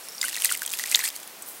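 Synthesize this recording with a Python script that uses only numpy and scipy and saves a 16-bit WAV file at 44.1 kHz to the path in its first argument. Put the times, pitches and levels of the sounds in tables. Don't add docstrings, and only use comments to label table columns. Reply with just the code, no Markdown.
import sys
import numpy as np
from scipy import signal
from scipy.fft import rfft, irfft
from scipy.io import wavfile
from scipy.ndimage import uniform_filter1d

SR = 44100
rng = np.random.default_rng(int(sys.argv[2]) if len(sys.argv) > 2 else 0)


def gain_from_decibels(decibels):
    exponent = np.asarray(decibels, float) / 20
    return 10 ** exponent


def dump(signal):
    limited = np.clip(np.atleast_2d(signal).T, -1, 1)
    pcm = np.round(limited * 32767).astype(np.int16)
    wavfile.write(sys.argv[1], SR, pcm)


N = 70560


def evened(x):
    return x / np.sqrt(np.mean(x ** 2) + 1e-20)


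def smoothed(x, size):
    return uniform_filter1d(uniform_filter1d(x, size=size), size=size)


def coloured(x, points):
    f, level = np.transpose(points)
    hz = np.fft.rfftfreq(len(x), 1 / SR)
    gain = gain_from_decibels(np.interp(np.log(hz + 1), np.log(f + 1), level))
    return irfft(rfft(x) * gain, len(x))


def along(curve):
    s, level = np.transpose(curve)
    return gain_from_decibels(np.interp(np.arange(N) / SR, s, level, left=-99, right=-99))


def add(mix, s, sound):
    part = mix[round(s * SR):][:len(sound)]
    part += sound[:len(part)]


def ring(hz, cycles, rise=0, swell=0.0092):
    turns = np.arange(1200) / SR * hz
    swelling = 1 - np.exp(-turns / swell)
    dying = gain_from_decibels(-60 * turns / cycles)
    bend = 1 + rise * np.minimum(turns / cycles, 1)
    return -swelling * dying * np.sin(2 * np.pi * turns * bend)


def grains(per_s, spread_db, lo_hz, hi_hz, cycles, count=24):
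    strength = gain_from_decibels(spread_db * np.minimum(rng.exponential(1, N), 4))
    hits = strength * (rng.random(N) < per_s / SR)
    kind = rng.integers(0, count, N)
    stretch = rng.uniform(.5, 1.5, count)
    out = np.zeros(N)
    for k, hz in enumerate(np.geomspace(lo_hz, hi_hz, count)):
        tone = np.sqrt(hz / stretch[k]) * ring(hz, cycles * stretch[k])
        out += signal.oaconvolve(hits * (kind == k), tone)[:N]
    return evened(out)


def crystals():
    # (t/s, level/dB, f/Hz)
    snaps = [(.0864, -16, 4880), (.229, -3, 7000), (.2365, -12, 10000), (.2407, -7, 6000),
             (.2831, -5, 8000), (.2903, -8, 6000), (.2949, -9, 8300), (.334, -14, 10000), (.3452, -7, 6500),
             (.3549, -12, 10000), (.356, -9, 7000), (.3653, -2, 7500), (.3994, -9, 10000),
             (.4019, -13, 6000), (.4034, -9, 6000), (.41, -14, 8400), (.4431, -4, 9500), (.4697, -9, 8700),
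             (.4731, -9, 10600), (.4897, -14, 8000), (.5024, -12, 8000), (.5132, -10, 8600),
             (.537, -12, 9700), (.5488, -13, 10000), (.5751, -7, 10000), (.5764, -15, 9500),
             (.5804, -20, 10800), (.5938, -12, 9500), (.6192, -2, 10000), (.644, -19, 8500),
             (.6514, -15, 6000), (.6769, -10, 6000), (.68, -14, 9600), (.6935, -12, 7900),
             (.6988, -16, 7000), (.7148, -11, 6900), (.7253, -11, 10500), (.7307, -9, 11000),
             (.737, -2, 8000), (.7422, -9, 7800), (.7726, -14, 9000), (.7893, -5, 6500), (.7957, -9, 6650),
             (.8383, -7, 6500), (.8736, -8, 7500), (.8991, -7, 11600), (.9279, -7, 6700), (.9548, -2, 5500),
             (.9701, -12, 9000), (.9785, -11, 12500), (.9917, -5, 7400), (1.0111, -11, 8100),
             (1.0305, -15, 7400), (1.0733, -11, 7000), (1.1027, -13, 6300), (1.1532, -20, 10000),
             (1.1998, -20, 7200), (1.233, -22, 11000), (1.2765, -19, 12500), (1.3929, -25, 8700)]
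    # (t/s, level/dB, f/Hz)
    ticks = [(0.2137, -12, 9400), (0.2161, -12.5, 9300), (0.4212, -5, 9800), (0.4381, -11, 8100),
             (.448, 1, 9600), (.5058, -13, 8400), (.507, -17, 6500), (.524, -5, 8300), (.5633, -21, 7660),
             (.5726, -14, 12300), (.5867, -24, 8100), (.6321, -10, 13300), (0.4468, 2.5, 11100),
             (0.4497, -10, 7750), (0.4565, 0, 8300), (0.5228, -3.5, 8850), (0.5513, -12, 8800),
             (0.6614, -14, 8700), (.6635, -8.5, 8800), (0.7042, -16, 7400), (0.719, -12, 8010.0),
             (.774, -15, 12500), (.8305, -18, 10400), (0.9152, -10, 13400), (0.9152, -7, 7700),
             (0.9453, -4, 6900), (0.9577, -6, 12700), (0.9577, 0.5, 6800), (1.0402, -6.5, 13200),
             (1.0779, -8, 8700), (1.0881, -10, 13470), (1.1639, -17, 10700), (1.1628, -19, 13500),
             (1.175, -28, 9300), (1.176, -29, 12500), (1.2018, -23, 10800), (1.4228, -16.5, 11090.0),
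             (1.4242, -26, 13500), (1.2764, -24, 12900), (1.4872, -19, 12100), (1.5005, -27, 12700),
             (1.5879, -29, 8400), (.8383, -14.5, 6930), (.2832, -19, 8900), (.9918, -8.5, 14000),
             (.7957, -9, 12900), (.7307, -12, 14500)]
    # (t/s, level/dB, f/Hz)
    chimes = [(0.0861, -24, 10740), (0.2161, -15, 7180), (0.2174, -17.5, 7190), (0.2502, -13.5, 9700),
              (0.4583, -18, 6200), (0.9649, -19, 7540), (0.9922, -17, 6250), (1.0654, -23, 7270),
              (1.1626, -29, 6480), (1.16, -29, 10750), (1.2323, -30, 7600), (1.2761, -27.5, 10060),
              (1.4625, -29.5, 9500), (1.4697, -33, 9400), (1.4872, -38, 9700)]
    spray_hz, spray_t60_s = 9000, .012
    band = signal.butter(2, [spray_hz / 2, spray_hz * 2.26], "bandpass", fs=SR, output="sos")
    out, t = np.zeros(N), np.arange(1200) / SR
    # hits, cycles to fall 60 dB, spray level/dB
    for hits, cycles, spray_db in ((snaps, 3, -19), (ticks, 18, -16), (chimes, 85, -16)):
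        for s, db, hz in hits:
            noise = signal.sosfilt(band, rng.standard_normal(1200))
            spray = noise * gain_from_decibels(spray_db - 60 * t / spray_t60_s)
            add(out, s, gain_from_decibels(db) * (ring(hz, cycles) + spray))
    return out


def bubbles():
    # (t/s, level/dB, f/Hz, cycles to fall 60 dB)
    varied = [(0.181, -27, 4680, 45.0), (0.2142, -14.5, 4940, 61), (0.229, -18.5, 2064, 73),
              (0.2414, -20, 1510, 49), (0.283, -24.5, 1910, 52), (0.3724, -24, 1940, 56),
              (0.4211, -13, 3040, 19.5), (0.4428, -20, 2490, 49), (0.452, -16.5, 1965, 33),
              (0.4568, -18, 4390, 59), (0.4944, -15, 3080, 23), (0.514, -16.5, 1433, 29.5),
              (0.551, -21, 2070, 34), (0.6189, -21.5, 1603, 51), (0.6222, -26, 1555, 53),
              (0.6768, -24.5, 3220, 43), (0.7367, -21.5, 2570, 32), (0.7965, -18, 1930, 33),
              (0.839, -20.5, 1920, 39), (0.921, -24, 2060, 73), (0.925, -21, 2540, 43),
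              (0.9476, 2.5, 3670, 23.5), (0.9465, -16.5, 2020, 38), (0.9541, -4, 4000, 15),
              (0.9733, -23, 1900, 33), (1.0046, -16.5, 2070, 20), (1.0387, -21, 1820, 52),
              (1.044, -24.5, 4250, 65), (1.0527, -23, 2010, 44), (1.0884, -17, 5000, 33)]
    # (t/s, level/dB, f/Hz)
    alike = [(0.2141, -16, 3700), (.255, -19, 2900), (0.266, -22, 2960), (0.329, -24.5, 2800),
             (0.341, -19, 4050), (0.355, -19.5, 2650), (.4465, -21, 2500), (0.4925, -20.5, 1970),
             (.49, -24, 2000), (0.547, -21.5, 2900), (0.4382, -20, 2740), (.449, -20, 2560),
             (0.5024, -20, 2800), (.5922, -30, 4170), (0.6365, -28, 2800), (.772, -35, 3000),
             (1.0128, -18, 4050), (1.0765, -21.5, 2650), (0.383, -21, 4100), (.312, -28, 2850),
             (0.3467, -19, 3700), (0.5318, -26, 3030), (1.0517, -21, 3450), (1.163, -27, 4470),
             (.296, -24, 3340), (0.329, -27, 4130), (0.651, -26, 3340), (.663, -29, 3230),
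             (.699, -26, 3700), (.7365, -17, 3270), (.857, -26, 2630), (.9483, -2.5, 4060),
             (0.991, -27.5, 1030), (0.9912, -18.5, 1970), (1, -23, 2450), (1.024, -26, 1670),
             (1.0722, -25, 2470), (1.103, -27.5, 3540)]
    alike_cycles, wobble_db = 31.8, 1.6
    out = np.zeros(N)
    for s, db, hz, cycles in [*varied, *[(*row, alike_cycles) for row in alike]]:
        wobble = evened(smoothed(rng.standard_normal(1200), 30))
        add(out, s, gain_from_decibels(db + wobble_db * wobble) * ring(hz, cycles, rise=0.012, swell=0.66))
    return out


def flow():
    # (middle t/s, length/s, level/dB)
    clumps = [(0.252, 0.1, -36), (0.291, 0.036, -35), (0.364, 0.16, -42), (0.42, 0.038, -34.5),
              (0.46, 0.073, -31), (0.518, 0.11, -33), (0.635, 0.02, -37.5), (0.742, 0.064, -37),
              (0.807, 0.088, -36.5), (0.861, 0.017, -33), (0.834, .015, -48), (0.887, 0.069, -37.5),
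              (1.157, .014, -40.5), (1.23, .012, -43.5), (0.327, .016, -37), (0.919, 0.034, -30.5),
              (0.959, 0.13, -34.5), (1.009, 0.081, -37), (1.051, 0.05, -26.5), (1.081, 0.033, -32.5)]
    pour_start_s, pour_end_s = 0.176, 1.15
    t = np.arange(N) / SR
    dribble = gain_from_decibels(-45.5 - 61 * (t - pour_end_s))
    steady = np.where(t < pour_end_s, gain_from_decibels(-43.5), dribble)
    steady = np.where(t < pour_start_s, gain_from_decibels(-47.5), steady)
    level = uniform_filter1d(steady, size=600)
    for middle, length, db in clumps:
        hump = np.cos(np.pi * np.clip((t - middle) / length, -.5, .5)) ** 2
        level = level + gain_from_decibels(db) * hump
    return level


def shower():
    # (f/Hz, level/dB)
    tick_colour = [(1180, -35), (2000, -18.5), (4610, -1), (6360, 1.5), (8550, 6), (13600, 2.5),
                   (16000, -2)]
    level = flow()
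    crowd = np.sqrt(level / gain_from_decibels(-36))
    fine = evened(coloured(grains(5000 * crowd, 3, 2460, 13900, 14.5), tick_colour))
    plops = grains(1100 * crowd, 3, 1830, 5100, 16)
    return level / np.sqrt(crowd) * (gain_from_decibels(-1.5) * fine + gain_from_decibels(-9) * plops)


def rustle():
    # (t/s, level/dB)
    rubbing = [
        (1.44, -63),
        (1.48, -41),
        (1.56, -47),
        (1.6, -52),
    ]
    return along(rubbing) * gain_from_decibels(1.5) * grains(13000, 5.2, 8060, 18000, 24)


def rim():
    # (f/Hz, level/dB, time to fall 60 dB/s)
    modes = [
        (6130, -17.5, 0.095),
        (6934, -13, 0.049),
        (8005, -4, 0.0535),
        (8699, -8, 0.051),
        (11200, -2, 0.022),
    ]
    out, t = np.zeros(N), np.arange(4000) / SR
    for hz, db, t60 in modes:
        add(out, 1.4228, gain_from_decibels(-29.5 + db - 60 * t / t60) * np.sin(2 * np.pi * hz * t))
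    return out


def bird():
    # (t/s, level/dB, f/Hz)
    trill = [
        (0.0343, -45.5, 5360),
        (0.0628, -46, 5300),
        (0.089, -37, 5280),
        (0.1191, -38.5, 5500),
        (0.1477, -35.5, 5540),
        (0.18, -34, 5500),
    ]
    note_s, fall_hz, blur_db = 0.011, 600, 2.5
    pickup_db, pickup_lead_s, pickup_rise_hz = -12, 0.015, 243
    out, u = np.zeros(N), np.linspace(0, 1, round(note_s * SR))
    for s, db, hz in trill:
        blur = evened(uniform_filter1d(rng.standard_normal(len(u)), size=60))
        shape = gain_from_decibels(db + blur_db * blur) * np.sin(np.pi * u ** 0.43)
        falling_hz = hz + fall_hz * (.5 - u)
        rising_hz = hz - 150 + pickup_rise_hz * (u - .5)
        add(out, s, shape * np.sin(2 * np.pi * np.cumsum(falling_hz) / SR))
        pickup = gain_from_decibels(pickup_db) * shape * np.sin(2 * np.pi * np.cumsum(rising_hz) / SR)
        add(out, s - pickup_lead_s, pickup)
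    return out


def yard():
    # (f/Hz, level/dB)
    air_colour = [(20, -46), (80, -24.5), (250, -10.5), (700, -7), (2000, -10.5), (4000, -13), (9000, -14),
                  (16000, -13)]
    return gain_from_decibels(-43.5) * evened(coloured(rng.standard_normal(N), air_colour))


def scene():
    hard_filter = signal.butter(1, 1500, "highpass", fs=SR, output="sos")
    pot_filter = signal.butter(3, 750, "highpass", fs=SR, output="sos")
    hard = signal.sosfilt(hard_filter, crystals())
    pot = signal.sosfilt(pot_filter, hard + bubbles() + shower() + rustle() + rim())
    return (pot + bird() + yard())[None]


def band_limit(x):
    return signal.sosfilt(signal.butter(12, 17030, fs=SR, output="sos"), x)


def record(dry):
    thump = gain_from_decibels(-27) * smoothed(dry ** 4, 150)
    lowpass = signal.firwin(511, 15900, window=("kaiser", 9), fs=SR)
    x = signal.oaconvolve(dry + thump, lowpass[None], "same")
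    return band_limit(np.clip(x, -1, 1))


dry = scene()
out = record(dry)
dump(out)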